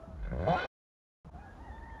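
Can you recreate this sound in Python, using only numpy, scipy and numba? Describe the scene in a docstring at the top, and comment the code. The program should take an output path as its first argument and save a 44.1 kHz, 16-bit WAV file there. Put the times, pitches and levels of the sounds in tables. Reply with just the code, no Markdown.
"""A thin far call and a soft bump sound over the low rumble of an open field. A near donkey starts a bray:
slow pulses of its vocal folds ring chest, throat and muzzle in a rattle, which speeds up, breaks into
a honk and ends in a hoarse squeal. At 0.66 s the sound breaks off into silence. At 1.25 s the field
returns with a few bumps, and the far call, probably another bray, wavers in two tones over the rumble."""
import sys
import numpy as np
from scipy import signal
from scipy.fft import rfft, irfft
from scipy.io import wavfile
from numba import njit

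SR = 44100
rng = np.random.default_rng(int(sys.argv[2]) if len(sys.argv) > 2 else 0)


def dump(signal):
    """Clip the signal to [-1, 1] and save it as 16-bit WAV at the path in sys.argv[1]."""
    limited = np.clip(np.atleast_2d(signal).T, -1, 1)
    pcm = np.round(limited * 32767).astype(np.int16)
    wavfile.write(sys.argv[1], SR, pcm)


N = 88200
T = np.arange(N) / SR
HZ = np.fft.rfftfreq(N, 1 / SR)


def amp(db):
    """Amplitude ratio of a level in decibels."""
    return 10 ** (np.asarray(db) / 20)


def unit_rms(x):
    """Normalisation to unit mean power."""
    return x / np.sqrt(np.mean(x ** 2) + 1e-20)


def curves(table):
    """Linear interpolation of each column of a timed table, sample by sample."""
    times, *columns = np.transpose(table)
    return [np.interp(T, times, column) for column in columns]


def during(table, fade_s=.01):
    """Trapezoidal window: 1 while a timed table lasts, with linear fades outside."""
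    return np.clip(np.minimum(T - table[0][0], table[-1][0] - T) / fade_s + 1, 0, 1)


def noise(gain):
    """Spectral shaping: noise of rms 1 with the given relative gain at each frequency."""
    return unit_rms(irfft(rfft(rng.standard_normal(N)) * gain, N))


def wander(rate_hz):
    """Random fluctuation of rms 1: noise low-passed at rate_hz."""
    return noise(1 / (1 + (HZ / rate_hz) ** 4))


def blend(clean, rough, share):
    """Power-law crossfade: the squares of the two weights sum to 1."""
    share = np.clip(share, 0, 1)
    return np.sqrt(1 - share ** 2) * clean + share * rough


@njit
def smooth(z, pole):
    """First-order low-pass with a time-varying pole."""
    out, last = np.empty_like(z), 0j
    for i in range(len(z)):
        last = pole[i] * last + (1 - pole[i]) * z[i]
        out[i] = last
    return out


def resonate(x, hz, width_hz):
    """Tunable double-pole resonance; it passes the same noise power at any width."""
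    carrier = np.exp(2j * np.pi * np.cumsum(hz * np.ones(N)) / SR)
    pole = np.exp(-np.pi * width_hz * np.ones(N) / SR)
    baseband = smooth(smooth(x / carrier, pole), pole)
    return (carrier * baseband).real * np.sqrt(4 * SR / (np.pi * width_hz))


def wavering_phase(hz, waver, waver_hz):
    """Random frequency modulation; waver is the rms deviation as a fraction of hz."""
    return 2 * np.pi * np.cumsum(hz * (1 + waver * wander(waver_hz))) / SR


def whistle(table, waver, waver_hz, flutter_db, octave_db):
    """A squeezed tone with a weak second harmonic, randomly modulated in frequency and level."""
    hz, db = curves(table)
    phase = wavering_phase(hz, waver, waver_hz)
    tone = np.sin(phase) + amp(octave_db) * np.sin(2 * phase)
    return during(table) * amp(db + flutter_db * wander(waver_hz)) * unit_rms(tone)


def field():
    """Ambient noise: the broadband hush of open air, a narrow-band rumble and bumps share one envelope."""
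    # spectral density of the hush: f/Hz, relative level/dB
    air_spectrum = [(20, -28), (70, 0.5), (130, -3.5), (270, -2.5), (430, -9), (750, -8.5), (1100, -12),
                    (1600, -18.5), (2200, -28.5), (3200, -31), (4500, -35), (7000, -37.5), (8200, -47),
                    (9500, -40.5), (11700, -47), (12500, -53), (15500, -56.5)]
    # envelope of the background: t/s, gain/dB
    envelope = [(0, 0), (.2, -1.5), (.55, 5.5), (.66, -12), (1.247, 0), (1.297, -2.5), (1.302, -22),
                (1.318, -6.5), (1.345, -0.5), (1.6, 1.5), (2, 0)]
    hz, db = np.transpose(air_spectrum)
    air = noise(amp(np.interp(np.log(HZ + 1), np.log(hz + 1), db)))
    rumble = unit_rms(resonate(rng.standard_normal(N), hz=63.2, width_hz=43))
    return amp(curves(envelope)[0]) * (amp(-55) * air + amp(-49.5) * rumble + bumps())


def far_call():
    """Superposition of gliding tones: one opening note, later a low and a high tone with squeaks."""
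    # opening note: t/s, f/Hz, level/dB
    opening = [(0, 641.7, -55), (.045, 652.6, -52.5), (.075, 673.6, -70), (.1, 637.7, -53.5),
               (.17, 646, -66), (.22, 691, -87)]
    # low tone: t/s, f/Hz, level/dB
    low_tone = [(1.332, 686.7, -65), (1.348, 706.3, -52.5), (1.38, 730.7, -53), (1.4, 823.4, -56),
                (1.445, 821.5, -55), (1.465, 777, -56), (1.5, 780, -75), (1.585, 758, -63),
                (1.61, 904, -56.5), (1.635, 966.6, -59), (1.665, 905, -56.5), (1.69, 761, -49),
                (1.702, 752, -74), (1.717, 844.6, -51.5), (1.78, 911, -58), (1.87, 913, -57.5),
                (1.965, 899, -55), (2, 859, -58)]
    # high tone: t/s, f/Hz, level/dB
    high_tone = [(1.39, 1660, -79), (1.435, 1650, -66), (1.46, 1665, -61), (1.52, 1650, -63),
                 (1.58, 1660, -77), (1.605, 1862, -73), (1.63, 1890, -67.5), (1.69, 1900, -59.5),
                 (1.735, 1780, -63), (1.78, 1780, -58.5), (1.8, 1770, -75), (1.825, 1800, -56.5),
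                 (1.87, 1880, -64), (1.93, 1790, -59.5), (2, 1775, -58.5)]
    call = whistle(opening, waver=.0091, waver_hz=79, flutter_db=3, octave_db=-12) + squeaks()
    call += whistle(low_tone, waver=.02066, waver_hz=130, flutter_db=2, octave_db=-18)
    call += whistle(high_tone, waver=.01858, waver_hz=146.7, flutter_db=2.5, octave_db=-29)
    return call


def echo(x, db, t60_s):
    """Scattering from ground and fences adds an exponentially decaying tail after 4 ms."""
    t = np.arange(SR // 3) / SR
    tail = rng.standard_normal(len(t)) * amp(-60 * t / t60_s) * (t > .004)
    return x + amp(db) * signal.fftconvolve(x, tail / np.linalg.norm(tail))[:N]


def bumps():
    """Damped noise bands: each dull knock decays over the same number of cycles, so low ones last longer."""
    # soft bumps close by: onset t/s, f/Hz, level/dB
    knocks = [(.075, 178.6, -46), (1.248, 162, -46), (1.29, 732, -43.5), (1.346, 153, -50)]
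    rise_s, decay_cycles = .0031, 7.6
    out = np.zeros(N)
    for start, hz, db in knocks:
        age = np.maximum(T - start, 0)
        ring = unit_rms(resonate(rng.standard_normal(N), hz, width_hz=hz / 2))
        out += amp(db) * ring * np.minimum(age / rise_s, 1) * np.exp(-age * hz / decay_cycles)
    return out


def vocal_folds():
    """Glottal source: each closure gives a pulse and a puff of air, with jitter and shimmer."""
    # vibration of the folds: t/s, pulse rate f/Hz, roughness (0-1)
    vibration = [(.14, 85, .3), (.2, 50.5, 0.7), (.235, 45.4, 0.8), (.285, 41.5, 0.4), (.315, 60, 0.15),
                 (.37, 63, .12), (.4, 82, .2), (.45, 96.5, 0.4), (.468, 112, 0.3), (.482, 160, 0.4),
                 (.51, 172, 0.4), (.55, 186, .38), (.565, 350, .75), (.66, 405, .75)]
    closure_s = .3305  # the folds close at this moment; the other pulses follow from their rate
    jitter, shimmer_db = .056, 1.22  # jitter is the rms fraction of the rate at roughness 1
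    puff_floor, puff_decay_cycles, fundamental_lag_s = .22, .22, .004
    rate, roughness = curves(vibration)
    turns = np.cumsum(rate * (1 + jitter * roughness * wander(rate_hz=120))) / SR
    turns -= np.interp(closure_s, T, turns)
    cycle = np.floor(turns).astype(int)
    strength = amp(shimmer_db * rng.standard_normal(N)[cycle])
    pulses = -np.diff(cycle, prepend=cycle[0]) * np.sqrt(SR / rate) * strength
    airflow = puff_floor + np.exp(-(turns % 1) / puff_decay_cycles)
    puffs = unit_rms(airflow * strength * rng.standard_normal(N))
    fundamental = np.sqrt(2) * np.cos(2 * np.pi * (turns - rate * fundamental_lag_s))
    return fundamental, blend(pulses, puffs, roughness), puffs


def bray():
    """Source-filter principle: fold pulses and puffs of air excite chest, throat and muzzle in parallel."""
    # effort of the bray: t/s, then level/dB of fundamental, chest, throat, upper formants, treble rasp
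    effort = [(.12, -53, -71.5, -93, -109, -93), (.19, -42, -46.5, -68, -70, -85),
              (.24, -36.5, -53.5, -56, -57.5, -65.5), (.303, -42.5, -44, -55, -54, -78),
              (.33, -38, -33.5, -40.5, -50, -76), (.378, -39.5, -37, -41.5, -61.5, -69.5),
              (.396, -37.5, -41, -36.5, -54, -62.5), (.46, -35, -34, -37.5, -49.5, -61),
              (.48, -39, -40.5, -24, -47.5, -51), (.51, -34.5, -36, -26, -45, -47),
              (.54, -51.5, -48.5, -25, -44, -45), (.562, -47, -49.5, -31, -48, -48),
              (.6, -50, -49, -37, -43.5, -45.5), (.66, -62, -50.5, -36, -50, -46)]
    # upper formants of the muzzle: f/Hz, width/Hz, relative level/dB
    upper_formants = [(1520, 190, 1.5), (2068, 130, -3.5)]
    # treble formants of the muzzle: f/Hz, width/Hz, relative level/dB
    treble_formants = [(2499, 85, 0.5), (3060, 240, -2), (3480, 150, -3), (3960, 260, -3.5),
                       (4506, 150, -7), (5200, 290, -14), (5620, 320, -18), (6137, 310, -31.5),
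                       (8560, 750, -35.5)]
    fundamental_db, chest_db, throat_db, upper_db, treble_db = curves(effort)
    fundamental, drive, puffs = vocal_folds()
    voice = amp(fundamental_db) * fundamental
    voice += amp(chest_db) * resonate(drive, hz=152.8, width_hz=50)
    voice += amp(throat_db) * throat(drive)
    voice += amp(upper_db) * muzzle(blend(drive, puffs, share=.6), upper_formants)
    voice += amp(treble_db) * muzzle(blend(drive, puffs, share=.85), treble_formants)
    return during(effort) * voice


def throat(drive):
    """Cavity resonance: two formants shift as the mouth opens, while that of the cheeks stays put."""
    # main throat resonance as the mouth opens: t/s, f/Hz, width/Hz
    mouth_formant = [(.3, 519, 170), (.44, 548, 190), (.475, 650, 140), (.51, 703.4, 150),
                     (.55, 782.5, 180), (.57, 787, 500), (.66, 680, 560)]
    mouth_hz, mouth_width_hz = curves(mouth_formant)
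    mouth = resonate(drive, mouth_hz, mouth_width_hz)
    pharynx = amp(-6.5) * resonate(drive, .784 * mouth_hz, width_hz=170)
    cheeks = amp(-14.5) * resonate(drive, hz=1006, width_hz=170)
    return mouth + pharynx + cheeks


def muzzle(x, formants):
    """Stationary resonances in parallel, their sum scaled to rms 1."""
    return unit_rms(sum(amp(db) * resonate(x, hz, width) for hz, width, db in formants))


def nose(x, cutoff_hz=9500):
    """Side-branch antiresonance cuts valleys in the spectrum; absorption in soft tissue dulls the top."""
    # antiresonances of the nasal side passages: f/Hz, width/Hz
    notches = [(2730, 340), (3330, 97), (3740, 65), (4260, 87), (4900, 900)]
    for hz, width in notches:
        x = signal.lfilter(*signal.iirnotch(hz, hz / width, fs=SR), x)
    return signal.sosfilt(signal.butter(6, cutoff_hz, fs=SR, output="sos"), x)


def squeal():
    """Rapid random modulation makes the rising tone at the end of the bray hoarse."""
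    # course of the squeal: t/s, f/Hz, level/dB
    glide = [(.558, 1368, -50.5), (.572, 1403, -34.5), (.595, 1435, -38.5), (.612, 1487, -42.5),
             (.63, 1490, -40), (.66, 1526, -53)]
    return whistle(glide, waver=.015, waver_hz=160, flutter_db=1.5, octave_db=-22)


def squeaks():
    """Brief frequency-modulated side tones of the far call, each under a half-sine envelope."""
    # squeaks where the far call breaks: onset t/s, duration/s, f/Hz, level/dB
    side_tones = [(1.375, 0.091, 2480, -73), (1.405, 0.064, 1450, -62.5), (1.609, 0.1, 2836, -77),
                  (1.701, 0.11, 3530, -73.5), (1.851, 0.033, 1945, -61), (1.896, 0.0093, 2110, -60.5),
                  (1.897, .1, 3215, -77), (1.96, 0.06, 3530, -78)]
    out = np.zeros(N)
    for start, length, hz, db in side_tones:
        swell = np.sin(np.pi * np.clip((T - start) / length, 0, 1))
        tone = np.sin(wavering_phase(hz, waver=.0121, waver_hz=150))
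        out += amp(db) * swell * unit_rms(tone)
    return out


def scene():
    """Superposition of the near donkey and the far call, each with its echo, and the field."""
    near = nose(bray()) + squeal()
    far = far_call()
    return (echo(near, db=-17, t60_s=.15) + echo(far, db=-11.5, t60_s=.14) + field())[None]


def record(dry):
    """Band limiting and gating: the deepest bass and top treble go; the sound breaks off and resumes."""
    low_edge_hz, high_edge_hz = 32, 15700
    break_s, resume_s = .6583, 1.2465
    drop_db, drop_s, t60_s = -3, .0019, .033  # a quick drop, then exponential decay
    dry = signal.sosfilt(signal.butter(4, low_edge_hz, "highpass", fs=SR, output="sos"), dry)
    since_break = np.maximum(T - break_s, 0) * (T < resume_s)
    gate = amp(drop_db * np.minimum(since_break / drop_s, 1) - 60 * since_break / t60_s)
    low_pass = signal.firwin(255, high_edge_hz, window=("kaiser", 8), fs=SR)
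    return signal.oaconvolve(dry * gate, low_pass[None], "same")


dry = scene()
out = record(dry)
dump(out)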